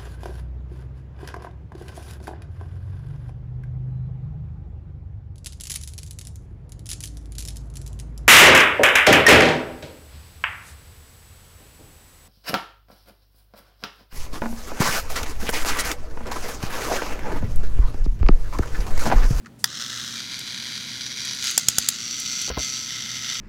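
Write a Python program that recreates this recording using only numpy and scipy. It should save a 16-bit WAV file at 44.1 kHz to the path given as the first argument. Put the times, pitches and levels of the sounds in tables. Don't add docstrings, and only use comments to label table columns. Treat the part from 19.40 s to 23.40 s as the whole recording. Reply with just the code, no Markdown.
import sys
import numpy as np
from scipy import signal
from scipy.fft import rfft, irfft, next_fast_len
from scipy.io import wavfile
from scipy.ndimage import map_coordinates

SR = 44100
rng = np.random.default_rng(int(sys.argv[2]) if len(sys.argv) > 2 else 0)


def materialize(psi):
    bounded = np.clip(np.atleast_2d(psi).T, -1, 1)
    quanta = np.round(bounded * 32767).astype(np.int16)
    wavfile.write(sys.argv[1], SR, quanta)


N = 176400
START_S, HELD_S, FREED_S = .243, 2.1, 2.52
TURN_S = .16

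# time in seconds, level in dB.
WHIRR_LEVELS = [(.243, -39.5), (.4, -32.5), (.7, -32.5), (.9, -34.5), (2.0, -33), (2.05, -24.5),
                (2.085, -22.5), (2.13, -30.5), (2.23, -33.5), (2.46, -33), (2.85, -30), (3.27, -30.5),
                (3.65, -31.5), (3.82, -30)]
# multiple of the shaft rate, level against the whirr in dB
GEAR_WHINE = [(8, -45, -36), (10, -40, -26), (11, -22, -25.5), (15, -40, -28), (16, -27, -23),
              (29, -32, -26), (30, -21, -36), (94, -37, -35)]
# frequency in Hz, relative gain in dB.
BRUSH_COLOUR = [(7000, -38), (10500, 3), (14500, -6)]
def motor(free_hz=130.2, tooth_count=10, wheel_ratio=3, worn_db=-4, brush_db=-25):
    t, speed = clock(), shaft_speed()
    turns = np.cumsum(free_hz * speed) / SR
    push = amp(3 * np.cos(2 * np.pi * turns) + 2.2 * wobble(300) + .9 * wobble(15))
    teeth = unit(tooth_strikes(turns, tooth_count, jitter_s=.00003, scatter_db=2))
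    wheel = surface(turns / wheel_ratio, size=840)
    rasp = rng.standard_normal(N)
    gears = shell(push * (unit(teeth + rasp) + amp(worn_db) * wheel))
    end_on = ramp(FREED_S, TURN_S)
    whine = np.zeros(N)
    for multiple, side_db, end_db in GEAR_WHINE:
        db = side_db + end_on * (end_db - side_db) + 2 * wobble(6.83)
        whine += amp(db) * unit(np.sin(2 * np.pi * multiple * turns))
    brushes = unit(through(surface(turns), colour(BRUSH_COLOUR)))
    level = amp(np.interp(t, *np.transpose(WHIRR_LEVELS))) * (t > START_S)
    return level * (gears + speed ** 4 * (whine + amp(brush_db) * brushes))


def shaft_speed(spin_up_s=.055, creep=.045, creep_s=.65, sag=.23, load_lag_s=.1):
    def rise(start_s, lag_s):
        return 1 - np.exp(-np.maximum(clock() - start_s, 0) / lag_s)
    running = (1 - creep) * rise(START_S, spin_up_s) + creep * rise(START_S, creep_s)
    load = rise(HELD_S, load_lag_s) - rise(FREED_S, load_lag_s)
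    waver = 1 + .002 * wobble(3) + .001 * wobble(25)
    return running * (1 - sag * load) * waver


def tooth_strikes(turns, count, jitter_s, scatter_db):
    due = np.interp(np.arange(1, int(turns[-1] * count)) / count, turns, np.arange(N))
    late, force, flank = rng.standard_normal((len(due), 3)).T
    struck = np.clip(due + jitter_s * SR * late, 0, N - 1).astype(int)
    return np.bincount(struck, np.sign(flank) * amp(scatter_db * force), N)


def surface(turns, size=280):
    return unit(map_coordinates(rng.standard_normal(size), [turns % 1 * size], mode="grid-wrap"))


# frequency in Hz, relative gain in dB.
GRIP_TILTED = [(290, -59), (500, -20.5), (795, -22), (1080, -14), (1280, -2), (2040, -3.5), (2260, -14.5),
               (3290, 0), (4280, 0.5), (4660, -8), (5020, 1), (5970, 0.5), (10500, -21.5), (16000, -26)]
GRIP_SIDE_ON = [(350, -45), (600, -20.5), (800, -24), (950, -12.5), (1230, -17), (1400, -6), (1800, -6.5),
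                (2240, -2), (2740, -10.5), (3250, 0.5), (3620, -2.5), (3900, 1.5), (4270, 1.5), (4430, -4),
                (4680, 4), (5130, -6), (5750, -0.5), (7200, -12.5), (11000, -21.5), (16000, -34)]
GRIP_HELD = [(290, -43), (1060, -22.5), (1380, -2), (1740, -10), (2070, -2), (2260, -8), (2980, -4),
             (4730, 1.5), (5390, -8), (6330, 2.5), (8580, -13), (14000, -26)]
GRIP_FACE_ON = [(290, -59), (500, -28.5), (1100, -29.5), (1380, -12.5), (1800, -21), (2080, -8.5),
                (2300, -13.5), (3350, -8), (4000, -8), (4520, -1), (5130, -12.5), (5700, -0.5),
                (6080, -1.5), (6700, -13.5), (7450, -9), (8700, -24), (16000, -33.5)]
GRIP_UPENDED = [(290, -70), (500, -24), (1150, -20.5), (1320, -5.5), (1700, -11), (2020, 0), (2400, -11),
                (3100, -0.5), (3600, 0.5), (4130, -5.5), (4500, 0), (5100, -3.5), (5650, 3), (6150, 2),
                (6500, -9), (7700, -9.5), (8700, -21.5), (16000, -32)]
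# frequency in Hz, boost in dB.
NARROW_MODES = [(3340, 2), (3490, 2.5), (3855, 5), (4260, 2.5), (4620, 1.5), (4775, 3)]
# time in seconds, boost in dB.
BRIGHT_BOOST = [(1.4, -1), (1.7, 4.5), (2.4, 1.5), (2.85, 3.5), (3.25, 1), (3.44, 3), (3.54, -0.5)]
def shell(drive, regrips_s=(.75, 2.02, 2.58, 3.47)):
    grips = [GRIP_TILTED, GRIP_SIDE_ON, GRIP_HELD, GRIP_FACE_ON, GRIP_UPENDED]
    reached = [1] + [ramp(s, TURN_S) for s in regrips_s] + [0]
    body = sum((reached[k] - reached[k + 1]) * unit(through(drive, colour(grip)))
               for k, grip in enumerate(grips))
    body += sum((amp(db) - 1) * resonance(body, hz, width_hz=43) for hz, db in NARROW_MODES)
    boost = amp(np.interp(clock(), *np.transpose(BRIGHT_BOOST)))
    return body + (boost - 1) * resonance(body, hz=5700, width_hz=790)


# start in seconds, crack level in dB, strength of the
# impulses behind the thud and the knock in dB, pitch factor of the crack.
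SLIPS = [(2.1777, -5.5, 4, 10, 1.035), (2.2847, -4.5, 13.5, -10, .98), (2.3836, -6.5, 14, 7, 1.02),
         (2.4868, -6.5, -8, -14, 1.02)]
# frequency in Hz, gain in dB.
CRACK_COLOUR = [(240, -47), (400, -23.5), (1130, -22.5), (1440, -12), (1680, -15), (2970, -12.5),
                (3420, -2), (3750, -13), (4250, -3), (6340, -4.5), (6900, 4), (8630, -8.5), (10200, -8),
                (16000, -17)]
THUD_COLOUR = [(25, -16), (70, 1.5), (170, 2.5), (1400, -22.5)]
def snaps():
    cracks, thuds, knocks = np.zeros((3, N))
    for s, db, thud_db, knock_db, pitch in SLIPS:
        shifted = [(hz * pitch, gain) for hz, gain in CRACK_COLOUR]
        cracks += bursts([(s, db)], shifted, attack_s=.00048, hold_s=.0019, t60_s=.0128)
        thuds[round(s * SR)] = amp(thud_db)
        knocks[round(s * SR)] = amp(knock_db)
    return cracks + through(thuds, colour(THUD_COLOUR)) + resonance(knocks, hz=690, width_hz=340)


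# start in seconds, level in dB.
FINGER_NUDGES = [(.046, -49), (.0585, -35.5), (.067, -41)]
PLASTIC_TICKS = [(.992, -29.5), (1.852, -30.5), (1.947, -36), (2.041, -27), (2.1105, -24.5), (2.8, -25),
                 (3.017, -28.5), (3.94, -33)]
# frequency in Hz, relative gain in dB.
NUDGE_COLOUR = [(350, -45), (939, -37), (1220, -4.5), (1820, -11), (2660, -25), (7050, -26), (14000, -52)]
SWITCH_COLOUR = [(200, -32), (480, -28), (900, -15), (1250, -0.5), (1450, -9), (1880, 2.5), (2500, -24),
                 (3650, -2.5), (4100, -15), (4700, 1), (5600, -3.5), (7500, -9.5), (14000, -17.5)]
TICK_COLOUR = [(1500, -14), (6800, 3.5), (10000, 1.5), (16000, -16)]
def clicks():
    nudges = bursts(FINGER_NUDGES, NUDGE_COLOUR, attack_s=.0011, hold_s=.002, t60_s=.021)
    faint_hiss = bursts([(.186, -52.5)], TICK_COLOUR, attack_s=.008, hold_s=.02, t60_s=.36)
    switch = bursts([(.2413, -6.5)], SWITCH_COLOUR, attack_s=.0014, hold_s=.0026, t60_s=.0084)
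    ticks = bursts(PLASTIC_TICKS, TICK_COLOUR, attack_s=.0002, hold_s=.0013, t60_s=.017)
    return nudges + faint_hiss + switch + ticks


# start in seconds, rub and boom strengths in dB.
HAND_BUMPS = [(3.077, -34.5, -55), (3.099, -25.5, -23.5), (3.17, -23, -22), (3.194, -34, -39)]
# frequency in Hz, relative gain in dB.
RUB_COLOUR = [(30, -12), (120, -3), (600, -2), (850, -10), (1150, -9.5), (5000, -40)]
def bumps(boom_hz=62, boom_t60_s=.12, boom_lag_s=.0043):
    rubs = [(s, db) for s, db, _ in HAND_BUMPS]
    out = bursts(rubs, RUB_COLOUR, attack_s=.0039, hold_s=.0059, t60_s=.054)
    for s, _, db in HAND_BUMPS:
        t = np.maximum(clock() - s - boom_lag_s, 0)
        swell = 2 * (1 - np.exp(-t / .011))
        out += swell * amp(db - 60 * t / boom_t60_s) * np.sin(2 * np.pi * boom_hz * t)
    return out


# frequency in Hz, gain in dB.
HAND_COLOUR = [(300, 11), (1500, 1.5), (5500, -8.5), (8000, -31), (16000, 1)]
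def hand_cover(x, on_s=3.098, off_s=3.184, fade_s=.005):
    cover = ramp(on_s, fade_s) - ramp(off_s, fade_s)
    return (1 - cover) * x + cover * through(x, colour(HAND_COLOUR))


def room(x, tail_t60_s=.097, tail_db=-18.5, echo_s=.0146, echo_db=-22):
    t = np.arange(SR // 3) / SR
    tail = rng.standard_normal(len(t)) * amp(-60 * t / tail_t60_s) * (t > .004)
    echo = rng.standard_normal(len(t)) * np.exp(-np.abs(t - echo_s) / .0035)
    response = amp(tail_db) * tail / np.linalg.norm(tail) + amp(echo_db) * echo / np.linalg.norm(echo)
    return x + through(x, response)


# frequency in Hz, level in dB.
APPLIANCE_HUM = [(119.5, -54), (231, -55.5)]
# frequency in Hz, relative gain in dB.
AIR_COLOUR = [(20, -59), (40, -14), (80, -6.5), (180, -1), (270, -2.5), (350, -11.5), (750, -21.5),
              (14000, -41)]
def room_tone(air_db=-48.5):
    hum = np.zeros(N)
    for hz, db in APPLIANCE_HUM:
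        level = amp(db + 2.44 * wobble(5.09))
        hum += level * unit(np.sin(2 * np.pi * hz * clock() + .49 * wobble(5.69)))
    air = unit(through(rng.standard_normal(N), colour(AIR_COLOUR)))
    return hum + amp(air_db) * air


def bursts(rows, points, attack_s, hold_s, t60_s):
    chatter, body = np.zeros(N + SR), colour(points)
    t = np.arange(SR // 5) / SR
    shape = np.minimum(t / attack_s, 1) * amp(-60 * np.maximum(t - hold_s, 0) / t60_s)
    for s, db in rows:
        chatter[round(s * SR):][:len(t)] += amp(db) * shape * np.sign(rng.standard_normal(len(t)))
    return through(chatter[:N], body / np.linalg.norm(body))


def colour(points, size=4096):
    hz, db = np.transpose(points)
    gain_db = np.interp(np.log(np.fft.rfftfreq(size, 1 / SR) + 1), np.log(hz + 1), db)
    cepstrum = irfft(np.log(amp(gain_db) + 1e-6))
    cepstrum[1:size // 2] *= 2
    cepstrum[size // 2 + 1:] = 0
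    return irfft(np.exp(rfft(cepstrum)))


def resonance(x, hz, width_hz):
    return signal.lfilter(*signal.iirpeak(hz, hz / width_hz, SR), x)


def through(x, response):
    return signal.fftconvolve(x, response)[:N]


def wobble(rate):
    return map_coordinates(rng.standard_normal(int(N * rate / SR) + 4), [clock() * rate])


def ramp(centre_s, length_s):
    return np.clip((clock() - centre_s) / length_s + .5, 0, 1)


def amp(db):
    return 10 ** (np.asarray(db) / 20)


def unit(x):
    return x / np.sqrt(np.mean(x ** 2) + 1e-20)


def clock():
    return np.arange(N) / SR


def scene():
    toy = room(motor() + clicks() + snaps())
    return (hand_cover(toy) + bumps() + room_tone())[None]


def record(dry, ceiling=.72, top_hz=16900, edge_hz=1100):
    rounded = dry / (1 + np.abs(dry / ceiling) ** 4) ** (1 / 4)
    size = next_fast_len(N + SR // 2)
    passband = np.clip((top_hz - np.fft.rfftfreq(size, 1 / SR)) / edge_hz, 0, 1)
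    return irfft(rfft(rounded, size) * passband, size)[..., :N]


dry = scene()
out = record(dry)
materialize(out)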